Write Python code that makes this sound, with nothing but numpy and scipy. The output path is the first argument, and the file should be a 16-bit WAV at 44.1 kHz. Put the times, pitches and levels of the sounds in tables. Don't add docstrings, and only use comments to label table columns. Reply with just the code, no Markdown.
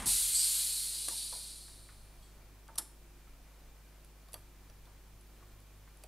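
import sys
import numpy as np
from scipy import signal
from scipy.fft import rfft, irfft, next_fast_len
from scipy.io import wavfile
from scipy.ndimage import uniform_filter1d

SR = 44100
rng = np.random.default_rng(int(sys.argv[2]) if len(sys.argv) > 2 else 0)


def file_out(sig):
    cols = np.atleast_2d(sig).T
    lim = np.clip(cols, -1, 1)
    pcm = np.round(lim * 32767).astype(np.int16)
    wavfile.write(sys.argv[1], SR, pcm)


def voltage_ratio(decibels):
    exponent = np.asarray(decibels, float) / 20
    return 10 ** exponent


N = 267687
T = np.arange(N) / SR

# (pitch [Hz], width [Hz], level [dB])
CASING_TONES = [(148, 48, 18), (208, 56, 17), (330, 24, -3)]
# (frequency [Hz], level per Hz [dB])
CLATTER_SPECTRUM = [(180, -46), (300, -21), (836, -3.5), (909, -5), (1520, -13), (1940, -10), (5990, -20),
                    (9200, -10), (15600, -35)]
# (multiple of mains pitch, rms level [dB], phase [rad])
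HUM_TONES = [(1, -57.3, -.15), (3, -70.8, 0)]
# (start [s], end [s])
LOADED_TIMES = [
    (1.62, 2.8),
    (4.32, 5.85),
]
# (pitch [Hz], width [Hz], rms level [dB])
FAN_TONES = [(115.4, 4.4, -77), (227, 6, -84), (276.3, 7.5, -81), (351.3, 2.6, -78.5), (2376, 28, -82)]
# (frequency [Hz], level per Hz [dB])
ROOM_AIR_SPECTRUM = [(120, -22), (200, -3), (283, -4), (471, -6), (691, -6.5), (785, -7.5), (1070, -8.5),
                     (3570, -16.5), (15600, -25)]
# (frequency [Hz], level per Hz [dB])
AMPLIFIER_SPECTRUM = [(20, 11), (90, 1), (300, -1), (1000, -6), (15000, -4.5)]
# (time [s],
# peak level [dB], pitch [Hz], # t60 [s], brightest frequency [Hz])
KNOCKS = [(.054, -37, 213, 0.075, 257), (0.948, -53, 890, .05, 2000), (1.082, -38, 1167, 0.057, 2180),
          (1.079, -46, 510, 0.096, 705), (1.112, -50.5, 916, 0.095, 990),
          (1.324, -44, 628, 0.079, 1670), (1.33, -45, 1000, 0.061, 1210),
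          (1.358, -49, 617, 0.058, 1100), (1.68, -54, 915, 0.24, 2200),
          (1.888, -50.5, 1470, 0.21, 2860), (2.686, -47.5, 897, 0.14, 1570),
          (2.755, -53, 1170, 0.09, 1500), (2.781, -41, 843, 0.15, 1880), (2.782, -52, 330, 0.3, 447),
          (3.27, -58, 1310, 0.18, 3000), (4.286, -56, 1120, 0.11, 1620),
          (4.338, -44.5, 614, 0.059, 960), (4.342, -48, 1212, 0.13, 2300),
          (4.355, -52, 640, 0.096, 1090), (4.697, -58, 507, 0.05, 1800),
          (4.869, -57, 945, 0.16, 1500), (5.424, -54, 1150, 0.043, 1620),
          (5.875, -55.5, 1540, .025, 2800), (6.036, -51.5, 617, 0.082, 880)]
# (time [s], level [dB])
VENT_FLOW = [
    (.06, -25.5),
    (.14, -29.5),
    (.31, -35.5),
    (.35, -29),
    (.5, -32.5),
    (.9, -39.5),
    (1.15, -40),
    (1.45, -47),
    (2.2, -76),
]
# (frequency [Hz], level per Hz [dB])
JET_SPECTRUM = [(290, -66), (500, -28.5), (1150, -26), (1490, -18.5), (1940, -19.5), (4210, -2.5),
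                (6130, -21), (6870, -4.5), (9040, -3.5), (11200, -0.5), (15600, -14.5)]
# (pitch [Hz], width [Hz], level [dB])
SHEET_TONES = [(2450, 170, -16), (3470, 780, 2.5), (4620, 170, 1), (5800, 240, -4), (8300, 140, 6),
               (10100, 520, 8.5), (11900, 1800, 0), (13000, 1300, -16)]
# (time [s], peak level [dB], ringing pitch [Hz], lower band level [dB])
SHEET_CLICKS = [(1.0845, -23, 8860, -16), (2.6794, -50, 8300, 0.5), (2.756, -42, 9260, -9),
                (4.046, -50, 10900, -10), (4.2857, -52, 4620, -9), (4.3214, -51, 10100, -16),
                (4.3316, -36.5, 10100, -13), (4.341, -29.5, 11700, -8), (4.6982, -51, 5800, -3),
                (4.8545, -55, 3550, 1.5), (5.21, -52, 10200, -11), (5.6017, -53, 10000, -18),
                (5.9713, -53, 10200, -21), (6.0361, -42.5, 8300, -12)]
# (time [s], peak level [dB], ringing pitch [Hz], lower band level
# [dB], t60 [s])
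CLICKS_OWN_RING = [
    (1.325, -40, 5900, -3, .03),
    (2.222, -60, 3300, -5, .2),
    (2.221, -64.5, 4440, -3, 0.56),
    (2.757, -49, 5840, -14, .04),
    (4.3438, -37.5, 4620, -8, 0.039),
    (6.038, -42, 2520, -13, .02),
]
# (frequency [Hz], level per Hz [dB])
SNAP_SPECTRUM = [(88, -52), (150, -32), (814, -19), (969, -34), (1180, -24), (2280, -22), (4330, -8),
                 (4960, -13), (5360, -4), (6140, -13), (9060, -0.5), (11700, -4), (15600, -24)]
# (frequency [Hz], t60 [s])
ROOM_DECAY = [(200, 0.34), (1000, 0.48), (4000, 0.35), (10000, 0.35), (16000, 0.21)]
# (delay [s], level [dB])
WALL_ECHOES = [(0.011, -6), (.031, -20), (0.039, -12)]


def evened(x):
    return x / np.sqrt(np.mean(x ** 2) + 1e-20)


def read(points, hz):
    f, value = np.transpose(points)
    return np.interp(np.log(hz + 1), np.log(f + 1), value)


def add(mix, s, sound):
    part = mix[round(s * SR):][:len(sound)]
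    part += sound[:len(part)]


def band(x, lo_hz, hi_hz):
    sos = signal.butter(N=2, Wn=[lo_hz, hi_hz], btype="band", fs=SR, output="sos")
    return signal.sosfilt(sos, x)


def coloured(points):
    size = next_fast_len(N)
    gain = voltage_ratio(read(points, np.fft.rfftfreq(size, 1 / SR)))
    return evened(irfft(rfft(rng.standard_normal(size)) * gain, size)[:N])


def resonate(x, hz, width):
    turn = np.exp(2j * np.pi * np.cumsum(hz * np.ones(len(x))) / SR)
    r = np.exp(-np.pi * width / SR)
    return 2 * (turn * signal.lfilter([1 - r], [1, -r], x / turn)).real


def whistle(noise, hz, width):
    return evened(resonate(resonate(noise, hz, width), hz, width))


def dying(db, hold_s, fall_db_per_s):
    return db - fall_db_per_s * np.maximum(T - hold_s, 0)


def bump(s, rise_s, fall_s):
    return np.exp(-((T - s) / np.where(T < s, rise_s, fall_s)) ** 2)


def drift(size):
    return evened(uniform_filter1d(uniform_filter1d(rng.standard_normal(N), size), size))


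def pump():
    strokes_per_s, slowing_s = 44, 4.2
    turns = np.cumsum(strokes_per_s * np.exp(-T / slowing_s)) / SR
    stroke = 0.92 + np.exp(-(turns % 1) / 0.34)
    thump = np.sqrt(2) * np.sin(2 * np.pi * turns + 0.97)
    thump += 0.57 * evened(band(rng.standard_normal(N), 24, 89))
    shake = stroke * rng.standard_normal(N)
    rattle = sum(voltage_ratio(db) * resonate(shake, hz, width) for hz, width, db in CASING_TONES)
    rattle = evened(band(rattle, 84, 400))
    clatter = evened(stroke * coloured(CLATTER_SPECTRUM))
    thump_gain = voltage_ratio(dying(db=-44, hold_s=0.11, fall_db_per_s=66) - 4.5)
    rattle_gain = voltage_ratio(dying(db=-50, hold_s=0.076, fall_db_per_s=154))
    clatter_gain = voltage_ratio(dying(db=-43.5, hold_s=0.031, fall_db_per_s=127))
    return thump_gain * thump + rattle_gain * rattle + clatter_gain * clatter


def background():
    mains_hz = 50.0145
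    hum = sum(np.sqrt(2) * voltage_ratio(db) * np.cos(2 * np.pi * k * mains_hz * T + phase)
              for k, db, phase in HUM_TONES)
    noise = rng.standard_normal(N)
    loaded = sum((T > start) & (T < end) for start, end in LOADED_TIMES)
    buzz_db = -79 + 10.5 * loaded + 3.5 * drift(size=3500)
    buzz_hz = 99 + 2.38 * evened(uniform_filter1d(noise, 5000))
    buzz = voltage_ratio(buzz_db) * np.sqrt(2) * np.sin(2 * np.pi * np.cumsum(buzz_hz) / SR)
    buzz = buzz * voltage_ratio(1.2 * evened(uniform_filter1d(noise[::-1], 2500)))
    fan = sum(voltage_ratio(db) * evened(resonate(noise, hz, width)) for hz, width, db in FAN_TONES)
    rumble = voltage_ratio(-66 + 5 * drift(size=6000)) * evened(band(band(noise, 15, 26.2), 8.5, 36))
    wash = voltage_ratio(-74) * evened(band(rng.standard_normal(N), 40, 215))
    swell = voltage_ratio(0.5 * evened(uniform_filter1d(rng.standard_normal(N), 6000)))
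    air = voltage_ratio(-66) * swell * coloured(ROOM_AIR_SPECTRUM)
    return hum + buzz + fan + rumble + wash + air


def knock(db, hz, t60, top_hz):
    t = np.arange(6000) / SR
    a, b = rng.standard_normal((2, len(t)))
    fade = voltage_ratio(-60 * t / t60) * np.minimum(t / 0.003, 1)
    thud = (fade + 1.4 * np.exp(-t / 0.013)) * a
    thud = band(band(thud, 0.5 * hz, top_hz), 0.5 * hz, top_hz)
    ring = fade * (np.sin(2 * np.pi * hz * t) + 0.5 * whistle(b, hz, 100))
    share = np.clip(0.1 + (hz / top_hz) ** 3, 0, 1)
    sound = np.sqrt(1 - share) * evened(thud) + np.sqrt(share) * evened(ring)
    return voltage_ratio(db) * sound / abs(sound).max()


def vent():
    settled = 1 - np.exp(-T / 1)
    gasp = T > 2.222
    surge = bump(s=0.34, rise_s=0.04, fall_s=0.1)
    late = bump(s=0.40, rise_s=0.045, fall_s=0.045)
    flow_db = np.interp(T, *np.transpose(VENT_FLOW))
    high_db = np.where(gasp, dying(db=-66, hold_s=2.222, fall_db_per_s=147), flow_db)
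    low_db = high_db - 13.5 + 11.5 * settled + 5 * late
    high_hz = (9280 + 77 * T - 1150 * surge) * (1 - 0.13 * gasp)
    low_hz = 4540 - 240 * settled + 220 * late

    sharp = 0.079 + (0.45 - 0.079) * settled + 0.74 * np.maximum(surge, late)
    sharp = np.clip(sharp, 0, 1)
    broad_gain, sharp_gain = np.sqrt(1 - sharp), np.sqrt(sharp)
    flutter = voltage_ratio(0.65 * evened(uniform_filter1d(rng.standard_normal(N), 300)))
    a, b, c, d = rng.standard_normal((4, N))
    high = broad_gain * whistle(a, high_hz, 4380) + sharp_gain * whistle(b, high_hz, 1600)
    low = broad_gain * whistle(c, low_hz - 150, 1800) + sharp_gain * whistle(d, low_hz, 1030)
    whistles = band(voltage_ratio(high_db) * high + voltage_ratio(low_db) * low, 2110, 12700)
    jet = voltage_ratio(dying(db=-36.5, hold_s=0.55, fall_db_per_s=32.5)) * coloured(JET_SPECTRUM)
    opening = np.clip((T - 0.057) / 0.0096, 0, 1) ** 0.42
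    return (whistles + jet) * flutter * opening


def click(db, hz, low_db, t60=0.025):
    t = np.arange(5000) / SR
    scrape_ms = 1.0 + 8 * t60
    u = t / (scrape_ms / 1000)
    scrape = u * np.exp(-u * 1.42) * rng.standard_normal(len(t))
    sheet = 0
    for f, width, tone_db in SHEET_TONES:
        lift_db = low_db + 11 if f < 6500 else 0
        sheet = sheet + voltage_ratio(tone_db + lift_db) * evened(resonate(scrape, f, width))
    sheet = evened(band(band(sheet, 1400, 15000), 1400, 15000))
    ring = voltage_ratio(-60 * t / t60) * np.sin(2 * np.pi * hz * t)
    ring = evened(signal.fftconvolve(scrape, ring)[:len(t)])
    sound = sheet + (0.5 + 8 * t60) * ring
    return voltage_ratio(db) * sound / abs(sound).max()


def snap():
    peak_s, rise_s = 2.784, 0.0057
    slope_db_per_s = np.where(T < peak_s, 2800, 1350)
    level_db = -27 - slope_db_per_s * abs(T - peak_s)
    return voltage_ratio(level_db) * (T > peak_s - rise_s) * coloured(SNAP_SPECTRUM)


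def shop(x, wet_db):
    taps = np.zeros(SR // 2)
    at = np.arange(300, len(taps) - 20, 20)
    taps[at + rng.integers(0, 20, len(at))] = rng.choice([-1., 1.], len(at))
    hz, t, z = signal.stft(taps, SR, nperseg=256)
    fade = voltage_ratio(-60 * t / read(ROOM_DECAY, hz)[:, None])
    tail = signal.istft(z * fade, SR, nperseg=256)[1]
    tail = tail / np.linalg.norm(tail)
    for delay, db in WALL_ECHOES:
        tail[round(delay * SR)] += voltage_ratio(db)
    return x + voltage_ratio(wet_db) * signal.fftconvolve(x, tail)[:N]


def scene():
    bench = snap()
    for s, *row in SHEET_CLICKS + CLICKS_OWN_RING:
        add(bench, s, click(*row))
    for s, *row in KNOCKS:
        add(bench, s, knock(*row))
    hiss = voltage_ratio(-4.5) * shop(vent(), wet_db=0.9)
    mono = hiss + pump() + shop(bench, wet_db=-14.5) + background()
    return np.array([mono, mono])


def roll_off(x):
    return signal.sosfilt(signal.butter(12, 15770, fs=SR, output="sos"), x)


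def record(dry):
    hiss = np.array([coloured(AMPLIFIER_SPECTRUM), coloured(AMPLIFIER_SPECTRUM)])
    noisy = dry + voltage_ratio(-66) * hiss
    edge = signal.firwin(511, 15720, window=("kaiser", 8), fs=SR)
    mix = signal.oaconvolve(noisy, edge[None], "same")
    return roll_off(mix)


dry = scene()
out = record(dry)
file_out(out)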